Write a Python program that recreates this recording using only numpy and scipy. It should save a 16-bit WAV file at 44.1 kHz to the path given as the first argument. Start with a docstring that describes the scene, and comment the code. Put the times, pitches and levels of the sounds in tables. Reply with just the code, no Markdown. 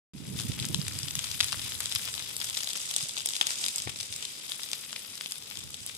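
"""Brush fire at night

A tree line burns across a field; the fire drifts right and back as the hand-held recorder turns.
Steam pockets burst in countless twigs and dry leaves and blur into a sizzle; single sharp cracks
stand out, each with a short echo. The flames roar softly underneath, and gusts buffet and thump
the two microphone ports."""
import sys
import numpy as np
from scipy import signal
from scipy.fft import rfft, irfft, next_fast_len
from scipy.io import wavfile

SR = 44100
rng = np.random.default_rng(int(sys.argv[2]) if len(sys.argv) > 2 else 0)


def transcribe(u):
    """Save the signal u as a 16-bit wav file named by the first command-line argument.

    u: samples, shape (n,) or (channels, n), limited to [-1, 1]; the rate is SR.
    q: integer samples, one column per channel.
    """
    v = np.clip(np.atleast_2d(u).T, -1, 1)
    q = np.round(v * 32767).astype(np.int16)
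    wavfile.write(sys.argv[1], SR, q)


N = 263277
TIME = np.arange(N) / SR
SNAP_SAMPLES = 256


def from_db(db):
    """Decibels to gain."""
    return 10 ** (np.asarray(db) / 20)


def unit_rms(x):
    """Scale to rms 1."""
    return x / np.sqrt(np.mean(x ** 2) + 1e-20)


def unit_energy(x):
    """Scale each channel to energy 1."""
    return x / np.sqrt(np.sum(x ** 2, axis=-1, keepdims=True) + 1e-20)


def automation(points):
    """A curve of (time_s, value) points, read at every sample."""
    return np.interp(TIME, *np.transpose(points))


def pan(pan_db):
    """Stereo gains; pan_db is left level minus right level."""
    return from_db(np.array([pan_db, -pan_db]).reshape(2, -1) / 2)


def drift(rate_hz):
    """A smooth random modulator with rms about 1."""
    hop, settle = 40, 2000
    pole = np.exp(-2 * np.pi * rate_hz * hop / SR)
    noise = rng.standard_normal(N // hop + settle + 2)
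    slow = signal.lfilter([1], [1, -2 * pole, pole * pole], noise)[settle:]
    return np.interp(np.arange(N) / hop, np.arange(len(slow)), unit_rms(slow))


def cut(x, hz, kind, order=2):
    """Butterworth low- or high-pass."""
    return signal.sosfilt(signal.butter(order, min(hz, .45 * SR), kind, fs=SR, output="sos"), x)


def coloured_noise(spectrum):
    """Independent left and right noise with the given spectral shape; rms 1."""
    hz, db = np.transpose(spectrum)
    size = next_fast_len(N)
    bins_hz = np.fft.rfftfreq(size, 1 / SR)
    gain = from_db(np.interp(np.log(bins_hz + 1), np.log(hz), db, right=-120))
    return unit_rms(irfft(rfft(rng.standard_normal((2, size))) * gain, size)[:, :N])


def resonate(x, hz, q):
    """A damped band-pass resonance."""
    w = 2 * np.pi * min(hz, .4 * SR) / SR
    a = np.sin(w) / (2 * q)
    return signal.lfilter([a, 0, -a], [1 + a, -2 * np.cos(w), 1 - a], x)


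def overlay(starts, sounds):
    """Mix snaps onto one track, each at its own start sample."""
    places = np.maximum(starts, 0)[:, None] + np.arange(SNAP_SAMPLES)
    return np.bincount(places.ravel(), sounds.ravel(), N)[:N]


def snap(hz, q, echo_db, wood_db=None, tear_db=-4.0, tear_ms=0.88, ground_db=-10.0,
         echo_ms=2.4, echo_decay_ms=0.88):
    """A steam pocket bursts: one pulse, tearing fibres, a ground bounce and a smeared close echo."""
    ms = np.arange(SNAP_SAMPLES) / SR * 1000
    burst = from_db(tear_db) * unit_energy(rng.standard_normal(SNAP_SAMPLES) * np.exp(-ms / tear_ms))
    burst[0] += 1
    bounce_ms = rng.uniform(.25, .85)
    burst[int(bounce_ms * SR / 1000)] += from_db(ground_db)
    echo_age_ms = ms - echo_ms * rng.uniform(.85, 1.1)
    echo_envelope = (echo_age_ms > 0) * np.exp(-abs(echo_age_ms) / echo_decay_ms)
    echo = unit_energy(rng.standard_normal((2, SNAP_SAMPLES)) * echo_envelope)
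    excitation = burst + from_db(echo_db) * echo
    sound = unit_energy(resonate(excitation, hz, q))
    if wood_db is not None:  # the surrounding wood adds a broad low note
        sound = sound - from_db(wood_db) * unit_energy(resonate(excitation, hz=717, q=0.73))
    return unit_energy(sound)


# Where the fire sits in the stereo image as the recorder turns: time_s, right_lag_ms
FIRE_BEARING = [(0.4, 0.0012), (2.1, -0.17), (2.9, -0.31), (4.2, -0.45), (5.0, 0.051), (5.8, 0.17)]


def crackle(hz, q, octaves, per_s, spread_db, max_spreads, pan_db,
            flurry_db=2.5, front_ms=0.092, variants=100):
    """Flurries of small snaps along the fire front, many weak and few strong; rms 1 before the pan."""
    rate_per_s = per_s * from_db(flurry_db * drift(9))
    starts = np.flatnonzero(rng.random(N) < rate_per_s / SR)
    chance, place, polarity, variant = rng.random((4, N))[:, starts]
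    # levels spread exponentially, topping out at max_spreads times spread_db
    levels_db = -spread_db * np.log(chance + np.exp(-max_spreads))
    gains = from_db(levels_db) * np.sign(polarity - .5)
    lags_ms = automation(FIRE_BEARING)[starts] + front_ms * np.log(place / (1 - place)) / 2
    lags = np.rint(lags_ms * SR / 1000).astype(int)
    pitches_hz = hz * 2 ** np.linspace(-octaves, octaves, variants)
    palette = np.array([snap(pitch, q, echo_db=0.5) for pitch in pitches_hz])
    sounds = gains[:, None, None] * palette[(variant * variants).astype(int)]
    left, right = overlay(starts, sounds[:, 0]), overlay(starts + lags, sounds[:, 1])
    return unit_rms(np.array([left, right])) * pan(pan_db)


# How hard the fire burns, the base level for the fuels: time_s, level_db
FIRE_VIGOUR = [(0.38, -39.5), (0.55, -43), (0.91, -43.5), (1.31, -41), (2.42, -40), (2.56, -40.5),
               (2.84, -37), (3.03, -34.5), (3.21, -40), (3.45, -35.5), (3.59, -36), (3.93, -40),
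               (5.11, -46.5), (5.97, -45)]
# How far dry leaves outweigh twigs and grass: time_s, balance_db
LEAF_BALANCE = [(0.6, -1.5), (1.45, -3), (1.85, -2.5), (2.6, -1), (3.0, 10), (3.6, 9), (4.0, 8),
                (4.6, -2.5), (5.2, -3), (5.7, 2)]
# The sizzle's fade-in: time_s, gain_db
SIZZLE_FADE_IN = [(0.135, -17), (0.2, -11), (0.34, -7), (0.4, 0)]


def sizzle(usual_vigour_db=-47):
    """Every fuel crackles with the fire's vigour; the finer the fuel, the higher and denser its snaps."""
    vigour_db, leafy_db = automation(FIRE_VIGOUR), automation(LEAF_BALANCE)
    # heavy sticks follow only part of the swing in vigour
    sticks_db = usual_vigour_db - 15.5 + 0.69 * (vigour_db - usual_vigour_db)
    twigs_db = vigour_db - 4.5 - 0.56 * leafy_db
    leaves_db = vigour_db - 5.5 + 0.21 * leafy_db
    grass_db = vigour_db - 9.5 - 1.66 * leafy_db
    sticks = crackle(hz=1130, q=0.8, octaves=0.13, per_s=900, spread_db=5.5, max_spreads=4.9, pan_db=-4)
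    twigs = crackle(hz=3700, q=1.2, octaves=0.8, per_s=1300, spread_db=4.5, max_spreads=3.1, pan_db=-1.5)
    leaves = crackle(hz=6820, q=1.5, octaves=0.35, per_s=1800,
                     spread_db=7.5, max_spreads=3.26, pan_db=-3.5)
    grass = crackle(hz=11450, q=4.8, octaves=0.39, per_s=2500,
                    spread_db=11.5, max_spreads=2.95, pan_db=8.5)
    # the fire's near edge is sparser: sharp ticks and the drier, lower knocks of sticks
    ticks = crackle(hz=4700, q=0.53, octaves=0.54, per_s=90, spread_db=6.5, max_spreads=0.83, pan_db=-1.3)
    knocks = crackle(hz=1580, q=1.0, octaves=0.3, per_s=38, spread_db=13, max_spreads=3.1, pan_db=7)
    mix = (from_db(sticks_db) * (sticks + from_db(-1.5) * knocks)
           + from_db(twigs_db) * (twigs + from_db(-2.0) * ticks)
           + from_db(leaves_db) * leaves
           + from_db(grass_db) * grass)
    return mix * from_db(automation(SIZZLE_FADE_IN))


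def thicket(dry, wet_db=-16.5, t60_s=0.35, damping_hz=8000, predelay_s=0.004):
    """Trunks and bushes scatter every snap into a short, duller tail."""
    t = TIME[:SR // 2]
    echoes = rng.standard_normal((2, len(t))) ** 3 * from_db(-60 * t / t60_s) * (t > predelay_s)
    tail = unit_energy(cut(echoes, damping_hz, "low", order=1))
    return from_db(wet_db) * signal.oaconvolve(dry, tail, axes=1)[:, :N]


# Tone of the flames' rumble: frequency_hz, relative_db
ROAR_SPECTRUM = [(30, -12), (70, 0), (150, 7), (330, 0.5), (520, -0.5), (700, -12), (1500, -7.5)]


def roar(level_db=-60.5, width=0.08, flutter_db=1.5):
    """Turbulent flames lay down a soft, fluttering rumble, almost mono."""
    mid, side = coloured_noise(ROAR_SPECTRUM)
    return from_db(level_db + flutter_db * drift(12)) * (mid + width * side * [[1], [-1]])


# Tone of a light breeze's deep buffeting: frequency_hz, relative_db
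BUFFET_SPECTRUM = [(20, -33), (40, -65), (70, -4.5), (115, -3.5), (180, -13), (300, -22), (500, -61),
                   (1000, -26.5)]
# Tone of a strong gust's finer turbulence: frequency_hz, relative_db
RUSH_SPECTRUM = [(25, -39), (60, -26), (140, 2.5), (220, -3.5), (380, -13.5), (700, -31), (1200, -39)]
# Gusts that swell and die away: peak_s, strength_db, rise_db_per_s, fall_db_per_s, pan_db
WIND_GUSTS = [(0.3, -39.5, 30.5, 13.5, -4), (0.72, -40.5, 28, 20.5, -6.5), (1.6, -47.5, 29, 13, -12),
              (3.9, -48, 74, 40, -5.5), (5.58, -46.5, 168, 23, -5)]


def wind(trim_db=-2.5, lumps_db=3.0, buffet_db=-5.5, strong_db=-42.0):
    """Eddies hit each port separately: a deep buffeting in a breeze, a higher rush in a strong gust."""
    buffet, rush = coloured_noise(BUFFET_SPECTRUM), coloured_noise(RUSH_SPECTRUM)
    eddies = np.zeros((2, N))
    for peak_s, strength_db, rise, fall, pan_db in WIND_GUSTS:
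        below_peak_db = np.maximum(rise * (peak_s - TIME), fall * (TIME - peak_s))
        gust = from_db(strength_db - strong_db - below_peak_db)
        eddies += pan(pan_db) * (from_db(buffet_db) * gust ** 0.87 * buffet + gust ** 2.06 * rush)
    lumps = unit_rms(from_db(lumps_db * np.array([drift(35), drift(37)])))
    return from_db(strong_db + trim_db) * lumps * eddies


# Single eddies that thump mostly on one port: centre_s, level_db, pitch_hz, pan_db
EDDY_THUMPS = [(0.152, -40.5, 245, -13), (0.205, -37, 221, -10), (0.316, -31, 163, -8),
               (0.355, -32.5, 165, -6.5), (0.405, -34.5, 132, 7), (0.452, -39, 142, -12),
               (0.497, -26.5, 123, -13), (0.616, -30.5, 134, 5), (0.703, -30, 130, -4),
               (0.762, -33.5, 148, -17), (0.793, -30, 152, -18), (0.87, -40, 112, -7),
               (0.964, -36.5, 107, -13), (1.04, -37, 130, -15), (1.178, -39, 144, -19),
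               (1.431, -39.5, 100, -13), (1.574, -42.5, 109, -23), (1.649, -43.5, 100, -17),
               (1.967, -46.5, 104, -24), (3.036, -41.5, 147, -9), (3.868, -38, 103, 15),
               (3.891, -45, 137, 25), (4.108, -49, 103, -17)]


def thumps(half_width_cycles=0.99, wobble_cycles=0.065):
    """A large eddy passes a port as a few uneven swings of pressure."""
    swirl = wobble_cycles * drift(125)
    out = np.zeros((2, N))
    for centre_s, level_db, pitch_hz, pan_db in EDDY_THUMPS:
        cycles = (TIME - centre_s) * pitch_hz
        envelope = np.exp(-np.minimum((cycles / half_width_cycles) ** 2, 20))
        out += from_db(level_db) * pan(pan_db) * np.sin(2 * np.pi * (cycles + swirl)) * envelope
    return cut(out, 60, "high")


def lesser_cracks(count=120, above_vigour_db=24, spread_db=4.5, hz=5200, octaves=0.49, wood_db=-19.0):
    """Cues for smaller splits at random times after the fade-in, louder when the fire burns harder."""
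    starts = rng.integers(int(SIZZLE_FADE_IN[-1][0] * SR), N, count)
    strength, height = rng.uniform(-1.62, 1, (2, count))
    levels_db = automation(FIRE_VIGOUR)[starts] + above_vigour_db + spread_db * strength
    return zip(starts / SR, levels_db, hz * 2 ** (octaves * height), [wood_db] * count)


# Branches that split with a loud crack: start_s, level_db, pitch_hz, wood_note_relative_db
BRANCH_CRACKS = [(0.3896, -11.5, 3300, -17), (0.3992, -8.0, 4900, -17), (0.591, -13.0, 3700, -16),
                 (0.5997, -10.0, 4600, -23), (0.6255, -12.5, 4100, -15), (0.6449, -13.0, 2700, -11),
                 (0.6528, -7.5, 5800, -23), (0.6872, -11.5, 6100, -23), (0.7456, -1.0, 3500, -23),
                 (0.8156, -11.5, 5500, -15), (0.8815, -7.0, 6300, -23), (0.9888, -8.0, 6700, -23),
                 (1.032, -9.5, 5700, -21), (1.0836, -10.0, 3900, -23), (1.1095, -8.5, 6000, -23),
                 (1.1537, -3, 8000, -20), (1.1915, -5.0, 5100, -22), (1.242, -8.0, 5600, -18),
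                 (1.3141, -8.0, 6100, -21), (1.4046, 1.5, 3100, -22), (1.4087, 2.5, 3400, -23),
                 (1.429, -8.5, 4600, -23), (1.4339, -9.5, 4800, -14), (1.4435, -3.0, 6900, -23),
                 (1.4837, -10.0, 4300, -23), (1.5223, -8.0, 4800, -23), (1.5279, -4.0, 3000, -17),
                 (1.5437, -13.0, 1900, -7), (1.7208, -13.0, 4000, -16), (1.8048, -4.5, 6400, -23),
                 (1.8578, -5.0, 6000, -18), (1.9234, -7.0, 5500, -20), (1.951, -3.5, 8500, -20),
                 (1.9589, -3.0, 3600, -18), (1.9625, -9.0, 3800, -17), (2.1403, -9.5, 4700, -14),
                 (2.1508, -12.0, 6800, -20), (2.1944, -12.0, 5000, -23), (2.3661, -6.5, 8300, -23),
                 (2.4029, -11.0, 6000, -15), (2.4148, -8.5, 3600, -19), (2.4439, -7.5, 7200, -23),
                 (2.499, -7.5, 8300, -23), (2.5497, -11.0, 7100, -23), (2.5705, -8.0, 5700, -23),
                 (2.5738, -5.0, 5600, -23), (2.6057, -12.0, 4000, -23), (2.6331, -7.0, 5900, -23),
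                 (2.6443, -10.5, 6200, -17), (2.6737, -8.5, 4500, -19), (2.6898, -11.0, 5600, -21),
                 (2.7046, -10.0, 4700, -23), (2.7327, -10.0, 6000, -23), (2.7553, -12.0, 2900, -12),
                 (2.7691, -10.5, 6100, -22), (2.7736, -9.5, 7100, -18), (2.8159, -12.0, 5800, -23),
                 (2.9119, -7.5, 6200, -16), (2.964, 2.0, 6600, -18), (2.9831, -10.5, 5100, -23),
                 (3.0271, -10.5, 7600, -20), (3.0934, -11.0, 3800, -19), (3.168, -10.5, 4100, -18),
                 (3.1771, -9.5, 3900, -17), (3.1822, -7.5, 6200, -19), (3.2598, 0.5, 8900, -21),
                 (3.2726, -9.0, 6500, -23), (3.2886, -5.0, 6500, -21), (3.3356, -10.0, 4900, -18),
                 (3.3655, -7.0, 4900, -23), (3.4123, 4.5, 3900, -6), (3.4284, -11.0, 3500, -11),
                 (3.4691, -0.5, 5300, -23), (3.4925, -13.0, 2300, -16), (3.5063, -6.0, 5000, -10),
                 (3.6416, -6.5, 3800, -23), (3.6527, -9.5, 7900, -23), (3.6632, -4.0, 6100, -23),
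                 (3.6837, -4.0, 5600, -23), (3.7601, -3.0, 7500, -23), (3.7824, -7.0, 6600, -23),
                 (3.8206, -10.0, 5500, -23), (3.8735, -8, 1600, -1), (3.8954, -13.5, 6200, -23),
                 (4.0035, -10.5, 5900, -16), (4.0098, -9.5, 5100, -23), (4.0306, -12.5, 6200, -15),
                 (4.1256, -12.5, 5100, -23), (4.1398, -14.0, 5200, -23), (4.1632, -11.0, 7400, -23),
                 (4.2256, -10.0, 4300, -15), (4.2519, -10.5, 4100, -23), (4.4966, -12.5, 6800, -15),
                 (4.5192, -8.5, 3900, -23), (4.6334, -10.0, 5100, -22), (4.7155, -10.0, 6200, -21),
                 (4.7323, -4.5, 3500, -20), (4.9292, -10.5, 4600, -10), (4.9619, -10.0, 2600, -23),
                 (5.1547, -16.0, 6500, -23), (5.2101, -10.0, 3100, -16), (5.2603, -11.5, 4000, -12),
                 (5.3104, -13.0, 8400, -23), (5.3212, -7.0, 7400, -23), (5.382, -15.0, 8600, -23),
                 (5.5016, -16.5, 8600, -23), (5.5115, -15.0, 4000, -12), (5.572, -13.0, 5200, -23),
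                 (5.591, -16.0, 7600, -22), (5.639, -16.5, 8300, -23), (5.7429, -12.5, 4500, -15),
                 (5.8636, -8.5, 9400, -23)]


def cracks(splinters=4, splinter_db=-18.0, splinter_delay_s=0.014, front_ms=0.054, cutoff_ratio=2.9):
    """Wood splits near the fire's bearing: one hard snap with a low note, then a few higher splinters."""
    out = np.zeros((2, N + SR))
    bearing_ms = automation(FIRE_BEARING)
    voicing = dict(q=1.1, echo_db=-7.0, tear_db=1.0, tear_ms=.7, ground_db=-4.0, echo_decay_ms=.8)
    for start_s, level_db, pitch_hz, wood_db in [*BRANCH_CRACKS, *lesser_cracks()]:
        gains = from_db(level_db) * pan(0.4 + rng.uniform(-0.17, 1))
        lag_ms = bearing_ms[int(start_s * SR)] + front_ms * rng.standard_normal()
        splinter_delays_s = np.minimum(rng.exponential(splinter_delay_s, splinters), .1)
        for delay_s in [0, *splinter_delays_s]:
            if delay_s == 0:
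                split = snap(pitch_hz, wood_db=wood_db, **voicing)
                sound = unit_energy(cut(split, cutoff_ratio * pitch_hz, "low"))
            else:
                sound = from_db(splinter_db) * snap(pitch_hz * rng.uniform(1.0, 2.0), **voicing)
            for channel, lag_s in enumerate((0, lag_ms / 1000)):
                at = int((start_s + delay_s + lag_s) * SR)
                out[channel, at:at + SNAP_SAMPLES] += gains[channel] * sound[channel]
    return out[:, :N]


def scene(air_cutoff_hz=13000):
    """Sizzle and cracks with their tail, softened by the air, over the roar and the wind."""
    snaps = sizzle() + cracks()
    distant_snaps = cut(snaps + thicket(snaps), air_cutoff_hz, "low", order=3)
    return distant_snaps + roar() + wind() + thumps()


def port(x, bands):
    """The cavity in front of a microphone lifts or dips a few bands, like a peaking EQ."""
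    for centre_hz, width_hz, gain_db in bands:
        w, g = 2 * np.pi * centre_hz / SR, from_db(gain_db / 2)
        a = np.sin(w) * width_hz / centre_hz / 2
        tuning = -2 * np.cos(w)
        x = signal.lfilter([1 + a * g, tuning, 1 - a * g], [1 + a / g, tuning, 1 - a / g], x)
    return x


# Resonances of the left and right microphone ports: centre_hz, width_hz, gain_db
LEFT_PORT_EQ = [(1640, 370, -3), (2440, 1470, 2.5), (3530, 1290, 8), (4360, 170, -6), (4990, 650, 5.5),
                (10100, 4200, 3)]
RIGHT_PORT_EQ = [(2440, 4500, -6), (8030, 1480, 8), (11800, 7200, -3.5)]


def record(dry, open_s=0.135, ceiling=0.85, stopband_hz=16600):
    """Each port colours its side; the recorder opens after a moment, soft-clips and cuts the top."""
    heard = np.array([port(dry[0], LEFT_PORT_EQ), port(dry[1], RIGHT_PORT_EQ)]) * (TIME > open_s)
    rounded = heard / (1 + (heard / ceiling) ** 4) ** (1 / 4)
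    return signal.sosfilt(signal.cheby2(14, 70, stopband_hz, fs=SR, output="sos"), rounded)


dry = scene()
out = record(dry)
transcribe(out)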